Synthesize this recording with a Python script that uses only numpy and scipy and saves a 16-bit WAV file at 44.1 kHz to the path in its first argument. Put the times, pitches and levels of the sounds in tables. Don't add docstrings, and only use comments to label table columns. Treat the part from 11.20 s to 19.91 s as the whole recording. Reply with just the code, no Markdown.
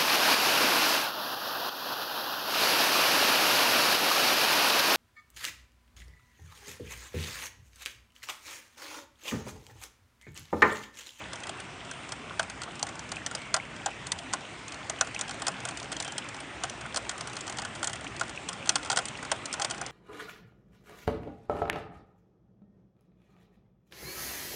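import sys
import numpy as np
from scipy import signal
from scipy.io import wavfile

SR = 44100
rng = np.random.default_rng(int(sys.argv[2]) if len(sys.argv) > 2 else 0)


def boost(x):
    u = np.asarray(x, float) / 20
    return 10 ** u


def materialize(psi):
    bounded = np.clip(np.atleast_2d(psi).T, -1, 1)
    quanta = np.round(bounded * 32767).astype(np.int16)
    wavfile.write(sys.argv[1], SR, quanta)


N = 384111

# f/Hz, level/dB, t60/s
HIGH_MODES = [(4280, -4, 0.0089), (4590, -1.5, 0.0028), (4900, -5.5, 0.0098), (5280, -3.5, 0.011),
              (6050, -0.5, 0.0061), (6420, -12, 0.022), (6840, -4, 0.0071), (7050, -2.5, 0.0036),
              (7580, -3, 0.0062), (8470, 0, 0.0035), (9140, -16, 0.0064), (9204, -2.5, 0.0092)]


def rms_one(x):
    return x / np.sqrt(np.mean(x ** 2) + 1e-20)


def drift(rate):
    r = np.exp(-80 * np.pi * rate / SR)
    slow = signal.lfilter([1], [1, -2 * r, r * r], rng.standard_normal(N // 40 + 2002))[2000:]
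    return np.interp(np.arange(N) / 40, np.arange(len(slow)), rms_one(slow))


def clicks(s, db):
    out = np.full(N, 1e-18)
    at = np.clip(np.round(s * SR).astype(int), 0, N - 1)
    np.add.at(out, at, boost(db))
    return out


def fade(marks, t60):
    return signal.lfilter([1], [1, -boost(-60 / (t60 * SR))], marks)


def ring(push, hz, t60):
    r = boost(-60 / (t60 * SR))
    w = 2 * np.pi * hz / SR
    gain = np.sqrt(2 * (1 - r * r)) * np.sin(w)
    return signal.lfilter([0, gain], [1, -2 * r * np.cos(w), r * r], push)


def high_pass(x, hz):
    return signal.sosfilt(signal.butter(4, hz, "high", fs=SR, output="sos"), x)


def pane():
    # t/s, level/dB, favoured f/Hz
    knocks = [
        (0.011, -33, 1060),
        (0.255, -33, 640),
        (1.107, -29, 1140),
        (1.476, -28, 624),
        (2.681, -30, 794),
        (4.379, -32, 867),
        (5.651, -29.5, 1430),
        (6.847, -40, 816),
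        (7.677, -53, 1440),
        (7.99, -45, 1290),
    ]
    # f/Hz, level/dB, t60/s
    low_modes = [(521, -7.5, 0.033), (655, -5, 0.066), (708, -5, 0.024), (802, -1.5, 0.033),
                 (920, -9, 0.056), (1050, -7.5, .03), (1100, -4, 0.016), (1245, -9, 0.019),
                 (1418, 1.5, 0.014), (1527, -5.5, 0.019)]
    middle_modes = [(1820, -7.5, 0.029), (1966, -4.5, 0.042), (2147, -8, 0.045), (2550, -8, 0.063),
                    (2920, -5, 0.027), (3244, 2, 0.022), (3604, -4, 0.018)]
    s, db, high_hz, thud_db, low_hz, middle_db = drops()
    knock_s, knock_db, knock_hz = np.transpose(knocks)

    low = struck(np.r_[s, knock_s], np.r_[db + thud_db, knock_db - 2], low_modes,
                 splash_t60=0.071, late_s=0.00082, blow=1.57,
                 favoured_hz=np.r_[low_hz, knock_hz], focus_db=5.0, reach=0.16)
    middle = struck(s, db + middle_db, middle_modes, splash_t60=0.024, late_s=0.001, scatter_db=1.0)
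    high = struck(s, db, HIGH_MODES, splash_t60=0.025, late_s=0.0001,
                  favoured_hz=high_hz, focus_db=4.5, reach=0.11)

    spread = fade(clicks(s, db - 20), 0.011) - fade(clicks(s, db - 1.0), 0.0034)
    crack = spread * np.diff(rng.standard_normal(N + 1))
    wash = fade(clicks(s + 0.003, db - 20.0), 0.084) * rng.standard_normal(N)
    body = high_pass(boost(-13.5) * low + boost(-4) * middle, 500)
    return body + boost(-9.5) * high + crack + high_pass(wash, 900)


def drops():
    # t/s, splash level/dB, favoured high f/Hz, low modes re splash level/dB
    centre = [(1.6274, -23, 4500, -2.5), (1.9174, -26.5, 5280, -2.5), (2.3637, -25.5, 4440, 2.5),
              (2.6598, -23.5, 6600, 2), (2.9182, -19, 9000, -13.5), (3.135, -19.5, 4100, -2),
              (3.6967, -23.5, 6370, -3.5), (4.0108, -22.5, 6970, -4), (4.2192, -27.5, 7670, -1),
              (4.2674, -21, 5200, -1.5), (4.2808, -22, 7120, -3), (4.4515, -28, 7430, -1.5),
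              (4.8005, -25.5, 4400, -8.5), (5.7708, -22, 9100, -6.5), (6.6288, -26, 7030, 0),
              (6.6434, -24, 8660, -8.5), (6.9959, -29.5, 7400, -10), (7.2873, -22.5, 8500, -9),
              (7.4919, -12, 6050, -8), (7.6999, -18.5, 6050, -1.5), (7.7157, -23.5, 4900, -10),
              (7.7276, -28, 7200, 3), (7.7607, -25.5, 7050, -0.5), (7.7715, -16.5, 8000, 1),
              (8.1156, -17, 6670, 1.5), (8.3971, -28.5, 4350, 5), (8.4156, -29, 7050, 1),
              (8.446, -20.5, 4750, -3), (8.5089, -25.5, 4640, -3), (8.6134, -29, 7340, 4)]
    edge = [(0.7122, -34, 6060, 2), (0.92, -26.5, 5250, -3), (1.1945, -22, 5040, 3), (1.792, -34, 6340, -3),
            (2.0625, -23, 6200, -8), (2.1495, -21, 5950, -5.5), (2.3413, -14, 6240, -4),
            (2.868, -28.5, 7900, -1.5), (3.8099, -16.5, 6060, 0.5), (4.7182, -31.5, 8810, -1),
            (4.7258, -29, 5340, -7), (4.7655, -30.5, 4450, -1.5), (4.9802, -24.5, 8060, -5),
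            (5.4356, -21.5, 6400, 1.5), (5.7605, -22, 6170, -1), (5.893, -23, 7740, -6),
            (6.0083, -28, 4300, -2), (6.0724, -30, 7580, 1.5), (6.1666, -28, 4200, -2),
            (6.2965, -30.5, 7140, 1), (6.395, -34.5, 4170, -17), (6.4189, -30.5, 4280, -1.5),
            (6.4492, -29.5, 8100, -2.5), (6.6724, -21.5, 6960, -4), (6.731, -28, 7640, -8.5),
            (7.0105, -28.5, 7640, 7.5), (7.556, -16, 5060, -4.5), (7.7873, -22, 5150, -3.5),
            (8.338, -26, 6600, -3.5), (8.4194, -22, 6270, -6)]
    # t/s, splash level/dB
    glancing = [(0.2346, -34.5), (2.9872, -33.5), (3.4807, -34.5), (4.5721, -29), (4.5988, -34),
                (4.8235, -27.5), (5.4965, -31), (6.208, -32), (6.964, -35.5), (7.329, -32.5),
                (7.6295, -32.5), (7.8543, -29), (7.8834, -31), (8.2562, -26.5), (8.3278, -28)]
    middling = [(0.1314, -31), (1.2287, -33.5), (1.2981, -32.5), (1.4177, -32), (1.4342, -32.5),
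                (1.6675, -32), (3.1283, -33.5), (3.9461, -32.5), (3.9912, -29.5), (4.0798, -36.5),
                (4.0929, -32.5), (4.109, -32.5), (4.4871, -29), (4.5085, -37), (4.8469, -34),
                (4.8778, -32.5), (5.0875, -35), (5.2026, -34.5), (5.6102, -33.5), (5.7443, -30.5),
                (5.9784, -34.5), (6.2773, -30), (6.3706, -34.5), (6.3853, -27), (6.5511, -38.5),
                (7.0942, -32), (7.4729, -30.5), (8.0493, -33.5), (8.499, -31), (8.6626, -32)]
    light = [(0.1566, -38.5), (0.2692, -35.5), (0.2931, -33), (0.401, -37.5), (0.649, -42.5),
             (0.8904, -36.5), (1.5938, -34.5), (1.6888, -34), (2.1118, -34), (3.5208, -36), (3.871, -36.5),
             (4.1967, -39), (4.4026, -38.5), (4.6282, -36.5), (4.9207, -34), (5.1434, -37), (5.451, -37.5),
             (5.9124, -40), (6.1305, -35.5), (6.2675, -36), (6.324, -33.5), (6.696, -34), (6.7558, -36),
             (6.843, -37.5), (7.458, -35.5), (7.6476, -36.5), (7.6586, -35), (7.6722, -42), (8.0274, -34),
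             (8.5795, -38)]
    faint = [0.202, 1.554, 1.754, 1.8908, 1.9587, 2.2173, 2.563, 3.5435, 3.7886, 3.847, 4.142, 4.317, 4.474,
             4.6433, 5.165, 5.6604, 6.097, 6.1546, 6.188, 6.5568, 6.809, 6.875, 7.033, 7.0796, 7.1597,
             7.519, 7.582, 7.973, 8.1606, 8.5454]
    centre_hz, edge_hz = 740, 1600
    glancing_thud_db, middling_thud_db, soft_thud_db = -21.5, -1.5, -1

    big = [(*row, centre_hz) for row in centre] + [(*row, edge_hz) for row in edge]

    spray_db, spray_spread_db, spray_after_s = -49, 3, 0.04
    spray = []
    for row, (late, size) in zip(big, rng.exponential(1, (len(big), 2))):
        speck_db = spray_db + spray_spread_db * np.tanh(size - 1)
        spray.append((row[0] + spray_after_s * (0.5 + late), speck_db, soft_thud_db))

    small = [(s, db, glancing_thud_db) for s, db in glancing]
    small += [(s, db, middling_thud_db) for s, db in middling]
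    small += [(s, db, soft_thud_db) for s, db in light]
    small += [(s, -41, soft_thud_db) for s in faint] + spray

    landed = []
    for (s, db, thud_db), (a, b) in zip(small, rng.random((len(small), 2))):
        landed.append((s, db, 4200 * 2 ** (1.1 * a), thud_db, centre_hz if b < 0.5 else edge_hz))
    s, db, high_hz, thud_db, low_hz = np.transpose(big + landed)

    middle_db = -6 - 0.1021 * (db - db.mean()) + 2 * rng.standard_normal(len(s))
    return s, db, high_hz, thud_db, low_hz, middle_db


def struck(s, db, modes, splash_t60, late_s, favoured_hz=None, scatter_db=2.0, focus_db=7.0, reach=0.2, blow=0):
    place = rng.standard_normal((len(s), len(modes)))
    out = np.zeros(N)
    for k, (hz, mode_db, t60) in enumerate(modes):
        arrival = s + late_s * np.sqrt(1000 / hz)
        strength_db = db + mode_db + scatter_db * place[:, k]
        if favoured_hz is not None:
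            octaves_off = np.log2(hz / favoured_hz)
            strength_db = strength_db + focus_db * np.exp(-(octaves_off / reach) ** 2)
        marks = clicks(arrival, strength_db)
        push = fade(marks, splash_t60) + blow * fade(marks, 0.0038)
        out += ring(push * rng.standard_normal(N), hz, t60)
    return out


def drizzle(per_s=120, spread_db=2.0):
    sizes = boost(spread_db * np.minimum(rng.exponential(1, N), 3))
    ticks = sizes * (rng.random(N) < per_s / SR)
    push = fade(ticks, 0.021) * rng.standard_normal(N)
    glass = np.zeros(N)
    for k, (hz, db, t60) in enumerate(HIGH_MODES):
        glass += boost(db) * ring(push, hz, t60) * (-1) ** k
    return rms_one(high_pass(glass, 3000))


def drips(rough=1.0):
    # t/s, peak level/dB, f/Hz
    drip_rows = [(0.293, -35, 3400), (0.3123, -25.5, 2690), (0.384, -35.5, 2640), (1.968, -25.5, 2550),
                 (2.003, -35, 2480), (2.3994, -27, 2200), (2.599, -33, 2260), (3.7864, -33, 2970),
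                 (3.963, -25.5, 2540), (5.053, -29, 2430), (5.6703, -31, 2730), (6.1345, -36, 2740),
                 (6.7645, -31.5, 2480), (6.8674, -17.5, 2630), (7.1748, -23, 2580), (7.278, -30, 2560),
                 (7.427, -25.5, 2590), (7.674, -35, 3260), (7.953, -30, 2800), (8.5475, -36.5, 2140)]
    # t/s, peak level/dB, f/Hz, t60/s
    pings = [
        (4.851, -37.5, 3150, 0.08),
        (4.881, -41, 3120, 0.21),
    ]
    drip_t60 = 0.012
    length = 8000
    t = np.arange(length) / SR
    out = np.zeros(N + length)
    spray = rms_one(fade(fade(rng.standard_normal(N + length), 0.0062), 0.0062))
    for s, db, hz, t60 in [(*row, drip_t60) for row in drip_rows] + [*pings]:
        at = round(s * SR)
        onset = 1 - np.exp(-t / 0.00074)
        fall = boost(db + 1 - 60 * t / t60)
        fray = 1 + rough * min(1, drip_t60 / t60) * spray[at:at + length]
        out[at:at + length] += onset * fall * np.sin(2 * np.pi * hz * t) * fray
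    return out[:N]


def patter(per_s=700, spread_db=6.5, cycles=23.5):
    sizes = boost(spread_db * np.minimum(rng.exponential(1, N), 4)) * rng.choice([-1, 1], N)
    born = rng.random(N) < per_s / SR
    pitches = np.geomspace(620, 3400, 16)
    dealt = rng.integers(0, 16, N)
    out = np.zeros(N)
    for k, hz in enumerate(pitches):
        out += ring(sizes * born * (dealt == k) + 1e-18, hz, cycles / hz)
    return rms_one(out)


def hiss(swell_db, patchy_db=2.0):
    # f/Hz, level per Hz/dB
    tone = [(36, -28.5), (57, 6.5), (75, 1), (115, 8.5), (329, 1.5), (455, -3.5), (642, -2), (1450, -3),
            (1690, -4), (2550, -4), (3250, -8.5), (4300, -17), (8000, -18), (9500, -23)]
    tone_hz, tone_db = np.transpose(tone)
    edges = 28 * 2 ** np.arange(0, 8.6, 1 / 5)
    white = rng.standard_normal((2, N + SR // 2))
    out = np.zeros(N)
    for k, (low, high) in enumerate(zip(edges, edges[1:])):
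        sos = signal.butter(2, [low, high], "band", fs=SR, output="sos")
        band = signal.sosfilt(sos, white[k % 2])[-N:]
        band_db = np.interp(np.log(low * high) / 2, np.log(tone_hz), tone_db)
        rumble_db = swell_db * (high < 260)
        out += boost(band_db + rumble_db + patchy_db * drift(5.0)) * band
    return rms_one(out)


def scene():
    # t/s, hiss level/dB
    rain_curve = [
        (0.0, -44.5),
        (0.61, -45),
        (3.25, -44.8),
        (4.15, -43),
        (7.08, -44),
        (7.52, -43),
        (8.71, -43.5),
    ]
    rain_db = np.interp(np.arange(N) / SR, *np.transpose(rain_curve))
    swell_db = -0.66 * (rain_db + 48.5) + 0.8 * drift(0.8)
    outside = boost(1.5) * hiss(swell_db) + boost(-7.5) * patter() + boost(-20.5) * drizzle()
    return (pane() + drips() + boost(rain_db) * outside)[None]


def top_cut(x):
    return signal.sosfilt(signal.butter(12, 9640, fs=SR, output="sos"), x)


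def record(dry):
    treble_cut = signal.ellip(10, 0.5, 60, 9750, fs=SR, output="sos")
    mix = signal.sosfilt(treble_cut, high_pass(dry, 40))
    return top_cut(mix)


dry = scene()
out = record(dry)
materialize(out)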